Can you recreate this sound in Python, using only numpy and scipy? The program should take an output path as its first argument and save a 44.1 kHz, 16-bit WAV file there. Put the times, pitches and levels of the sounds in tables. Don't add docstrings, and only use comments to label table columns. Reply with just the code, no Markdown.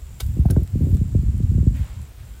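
import sys
import numpy as np
from scipy import signal
from scipy.fft import rfft, irfft, next_fast_len
from scipy.io import wavfile
from scipy.ndimage import map_coordinates

SR = 44100
rng = np.random.default_rng(int(sys.argv[2]) if len(sys.argv) > 2 else 0)


def pcm_store(signal):
    levels = np.round(np.clip(np.atleast_2d(signal), -1, 1) * 32767)
    wavfile.write(sys.argv[1], SR, levels.astype(np.int16).T)


N = 105840

# start in seconds, level in dB, 60 dB decay time in seconds,
# tilt in dB per octave, ring of the piece in Hz.
FRACTURES = [(0.2, -34.5, 0.042, -1.5, 2930), (0.204, -33, .03, -7.5, 3100), (0.204, -26, 0.041, 0, 3730),
             (0.397, -46, 0.024, 4, 13000), (0.461, -42, .015, 5, 14800), (0.5013, -34.5, 0.04, -4.5, 1580),
             (.5045, -41, 0.057, 7.5, 5500), (0.5059, -26.5, 0.0081, 5.5, 9650),
             (0.5093, -22, 0.0094, 6, 9960), (0.5127, -31, 0.0083, -0.5, 10300),
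             (0.633, -34, 0.0054, 8, 12500), (.6757, -35.5, 0.0079, 0, 8400), (.8076, -55, .01, 0, 9000),
             (0.915, -46, .01, -2, 14000), (.969, -40, 0.015, -3.5, 8000), (1.3794, -46.5, .025, 7, 10700),
             (1.433, -46, .01, 1, 14800), (2.017, -38.5, 0.0046, 1, 10200)]
# centre in Hz, width in Hz, lift in dB.
BED_RESONANCES = [(1516, 49, 9.5), (5200, 120, 2), (9300, 1300, 7)]
# time in seconds, level in dB.
SIZZLE_LEVELS = [(0, -64.5), (.19, -59), (.23, -47.5), (.33, -58), (.43, -59.5), (.6, -61), (.78, -59.5),
                 (.95, -53.5), (1.02, -62.5), (1.72, -65), (1.76, -55.5), (1.9, -64), (2.4, -61)]
# start in seconds, level in dB, rise time and 60 dB decay time in seconds,
# centre of the rasp in Hz.
STICK_SCUFFS = [(1.738, -42, 0.024, 0.38, 2130), (1.785, -49, 0.025, 1.34, 1110),
                (2.16, -53, 0.027, 0.77, 1420), (2.275, -57, 0.0073, 0.16, 2100)]
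# frequency in Hz, relative level in dB.
FRACTURE_SPECTRUM = [(200, -10), (600, -1.5), (2000, -4.5), (5000, -3), (8500, -5.5), (11000, -8),
                     (14000, -5.5), (16000, -14)]
SIZZLE_SPECTRUM = [(1000, -25), (3000, -4), (6000, -8), (9500, -1), (11000, -7), (14500, 4), (16000, -5.5)]
EARTH_SPECTRUM = [(150, -22), (500, 6), (900, 4), (1400, 2), (2100, 2.5), (3200, 0.5), (5000, -7),
                  (9000, -12), (16000, -22)]

# time in seconds, level in dB, treble roll-off scale in Hz.
EDDIES = [(0.219, -14.5, 35.7), (0.249, -17, 40), (0.281, -21, 60), (0.366, -10.5, 110), (.386, -3, 100),
          (0.4, -9, 45), (0.451, -2.5, 113), (.495, -5.5, 110), (.516, -9, 105), (0.564, 0, 175),
          (.614, -12, 130), (0.73, -10, 50), (0.752, -5.5, 135), (0.805, -7.5, 120), (0.818, -15, 115),
          (0.831, -6, 95), (.866, -8, 141), (0.898, -8.5, 105), (0.921, -3, 80), (0.946, -9.5, 115),
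          (0.985, -18, 45), (1.009, -5, 105), (1.147, -3.5, 174), (1.168, -12, 90), (1.184, -6.5, 80),
          (1.229, -8.5, 90), (1.25, -9.5, 32.4), (1.284, -15.5, 91), (1.337, -12, 88), (1.399, -7.5, 119),
          (1.427, -7.5, 60), (1.485, -9, 50), (1.512, -7.5, 95), (1.545, -6, 90), (1.565, -11, 75),
          (1.578, -6, 142), (1.596, -7, 75.5), (1.626, -9, 125), (1.665, 0.5, 110), (1.704, -16, 104),
          (1.788, -13, 65.6), (1.801, -12.5, 39.2)]
# time in seconds, level in dB.
WIND_LEVELS = [(0, -59), (.12, -37), (.19, -42.5), (.25, -30), (.34, -26.5), (.45, -23), (.62, -23.5),
               (.68, -34.5), (.78, -19.5), (.95, -19.5), (1.09, -23.5), (1.45, -22), (1.73, -21.5),
               (1.8, -27.5), (1.89, -37.5), (2.01, -30), (2.13, -50), (2.28, -36.5), (2.4, -52.5)]
# start in seconds, level in dB, rise and 60 dB decay times in seconds.
GUST_FLUTTERS = [(0.364, -38.5, 0.0077, 0.32), (0.497, -27.5, 0.0036, 0.23), (0.57, -26, 0.0027, 0.14),
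                 (0.796, -31.5, 0.024, 0.59), (.925, -49, .008, 0.31), (1.52, -47, 0.036, 0.6)]
# start in seconds, level in dB, 60 dB decay time in seconds.
GUST_SLAPS = [(0.454, -29, 0.037), (0.4865, -37, 0.015), (0.563, -25, 0.026)]
# frequency in Hz, relative level in dB.
EDDY_SPECTRUM = [(20, -60), (35, -15.5), (60, -3), (100, 0), (200, -2.5), (400, -5.5), (600, -6.5),
                 (1000, -24), (3000, -36)]
RUMBLE_SPECTRUM = [(20, -22), (35, -22), (55, -4), (80, -1.5), (120, -7), (180, -21), (300, -42),
                   (600, -64), (1500, -87)]
CHURN_SPECTRUM = [(70, -26), (130, -1.5), (190, 2), (280, -6.5), (400, -25.5), (700, -46), (1500, -61)]
SWAY_SPECTRUM = [(18, -52), (35, -6), (55, 4.5), (75, 0.5), (110, -14.5), (200, -50), (500, -52)]
FLUTTER_SPECTRUM = [(100, -28), (200, -1), (300, 4), (450, -5), (700, -19), (1100, -34), (2500, -47)]
SLAP_SPECTRUM = [(200, -23), (450, -11), (700, 6.5), (1100, -13.5), (1600, -14.5), (2400, -29), (5000, -43)]
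AIR_SPECTRUM = [(30, 16), (150, 11.5), (300, 8.5), (600, 4.5), (1200, 0.5), (2500, -1.5), (5000, -6.5),
                (9000, -5.5), (11000, -12.5), (15000, -12.5)]

# start in seconds, end in seconds, level in dB.
INSECT_PHRASES = [(-.05, 0.4, -52), (.53, 0.86, -55), (.85, 2.08, -53), (2.235, 2.7, -56)]
# time in seconds, pitch in Hz, level in dB.
BIRD_NOTE = [(2.309, 1427, -100), (2.35, 1490, -60), (2.4, 1544, -62)]


def crackles():
    rise_s, ring_db, ring_relative_width = 0.0002, 13, 0.1
    hz = np.fft.rfftfreq(N, 1 / SR)
    bed_db = sum(db * resonance(hz, centre, width) for centre, width, db in BED_RESONANCES)
    bed = spectral_gain(FRACTURE_SPECTRUM, hz) * amp(bed_db)
    grit, spectrum = rng.standard_normal(N), 0
    for start, db, t60, tilt, ring_hz in FRACTURES:
        ring = ring_db * resonance(hz, ring_hz, ring_relative_width * ring_hz)
        piece = unit_rms(bed * amp(tilt * np.log2(hz + 500) + ring))
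        excitation = amp(db) * burst(start, rise_s, t60) * grit
        spectrum += rfft(excitation) * minimum_phase(piece)
    direct = irfft(spectrum, N)
    return direct + amp(-15) * foliage_scatter(direct, t60=0.13)


def sizzle():
    return envelope(SIZZLE_LEVELS) * grainy(noise(SIZZLE_SPECTRUM), depth_db=3.5, rate=500)


def scuffs():
    rasp_db, rasp_octaves = 3, 0.45
    out = np.zeros(N)
    for start, db, rise, t60, rasp_hz in STICK_SCUFFS:
        rasp = lambda hz: amp(rasp_db * np.exp(-(np.log2((hz + 1) / rasp_hz) / rasp_octaves) ** 2))
        friction = filtered(noise(EARTH_SPECTRUM), rasp)
        out += amp(db) * burst(start, rise, t60) * grainy(friction, depth_db=-1, rate=300)
    return out


def puffs():
    lag_cycles, lag_knee_hz = 2.01, 32.85
    size = next_fast_len(N + SR // 2)
    hz = np.fft.rfftfreq(size, 1 / SR)
    body, spectrum = spectral_gain(EDDY_SPECTRUM, hz), 0
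    for time, db, rolloff_hz in EDDIES:
        pulse = body * np.exp(-hz / rolloff_hz)
        delay = np.exp(-2j * np.pi * hz * time)
        spectrum += amp(db) * pulse / pulse.mean() * delay
    bass_lag = np.exp(-2j * np.pi * lag_cycles * np.log1p(hz / lag_knee_hz))
    return irfft(spectrum * bass_lag, size)[:N]


def rumble():
    wind = envelope(WIND_LEVELS)
    churn = amp(-32.5) * (wind / wind.max()) ** 1.39 * noise(CHURN_SPECTRUM)
    return wind * noise(RUMBLE_SPECTRUM) + churn + amp(-39.5) * noise(SWAY_SPECTRUM)


def flutter():
    flaps = sum(amp(db) * burst(start, rise, t60) for start, db, rise, t60 in GUST_FLUTTERS)
    slaps = sum(amp(db) * burst(start, 0.00065, t60) for start, db, t60 in GUST_SLAPS)
    ragged = grainy(noise(FLUTTER_SPECTRUM), depth_db=1.5, rate=90)
    return flaps * ragged + slaps * noise(SLAP_SPECTRUM)


def insect():
    wing_hz, top_hz, fall_hz = 80.1, 8626, 2300
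    stroke_half_width, fade_s = 0.24, 0.02
    t = np.arange(N) / SR
    stroke = (t * wing_hz) % 1
    pitch = top_hz - fall_hz * stroke + 170 * wobble(700)
    chirps = tone(pitch) * np.exp(-((stroke - 0.5) / stroke_half_width) ** 2)
    phrases = sum(amp(db) * np.clip(np.minimum(t - start, end - t) / fade_s + 0.5, 0, 1)
                  for start, end, db in INSECT_PHRASES)
    song = chirps * phrases * amp(1.1 * wobble(58.9))
    return song + amp(-9.5) * foliage_scatter(song, t60=0.04)


def bird():
    times, hz, db = np.transpose(BIRD_NOTE)
    t = np.arange(N) / SR
    return amp(np.interp(t, times, db)) * tone(np.interp(t, times, hz))


def foliage_scatter(x, t60):
    tail = rng.standard_normal(N) * burst(0, 0.0013, t60)
    return signal.fftconvolve(x, tail / np.linalg.norm(tail))[:N]


def amp(db):
    return 10 ** (np.asarray(db) / 20)


def unit_rms(x):
    return x / np.sqrt(np.mean(x ** 2) + 1e-20)


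def spectral_gain(points, hz):
    frequencies, db = np.transpose(points)
    return amp(np.interp(np.log(hz + 1), np.log(frequencies + 1), db))


def resonance(hz, centre, width):
    return 1 / (1 + (2 * (hz - centre) / width) ** 2)


def minimum_phase(gain):
    log_gain = np.log(np.r_[gain, gain[-2:0:-1]])
    return np.exp(np.conj(signal.hilbert(log_gain))[:len(gain)])


def envelope(rows):
    return amp(np.interp(np.arange(N) / SR, *np.transpose(rows)))


def burst(start, rise, t60):
    t = np.maximum(np.arange(N) / SR - start, 0)
    return (1 - np.exp(-t / rise)) * np.exp(-np.log(1000) * t / t60)


def tone(hz):
    return np.sin(2 * np.pi * np.cumsum(hz) / SR)


def wobble(rate):
    knots = rng.standard_normal(int(N * rate / SR) + 4)
    return map_coordinates(knots, [np.arange(N) * rate / SR])


def grainy(x, depth_db, rate):
    return unit_rms(x * amp(depth_db * wobble(rate)))


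def filtered(x, response):
    size = next_fast_len(N + SR // 2)
    return irfft(rfft(x, size) * response(np.fft.rfftfreq(size, 1 / SR)), size)[:N]


def noise(points):
    return unit_rms(filtered(rng.standard_normal(N), lambda hz: spectral_gain(points, hz)))


def scene():
    wind = puffs() + rumble() + flutter()
    sources = wind + crackles() + sizzle() + scuffs() + insect() + bird()
    air = amp(-53) * noise(AIR_SPECTRUM)
    return (sources + air)[None]


def record(dry):
    cutoff_hz = 15900
    return np.array([filtered(channel, lambda hz: hz < cutoff_hz) for channel in dry])


dry = scene()
out = record(dry)
pcm_store(out)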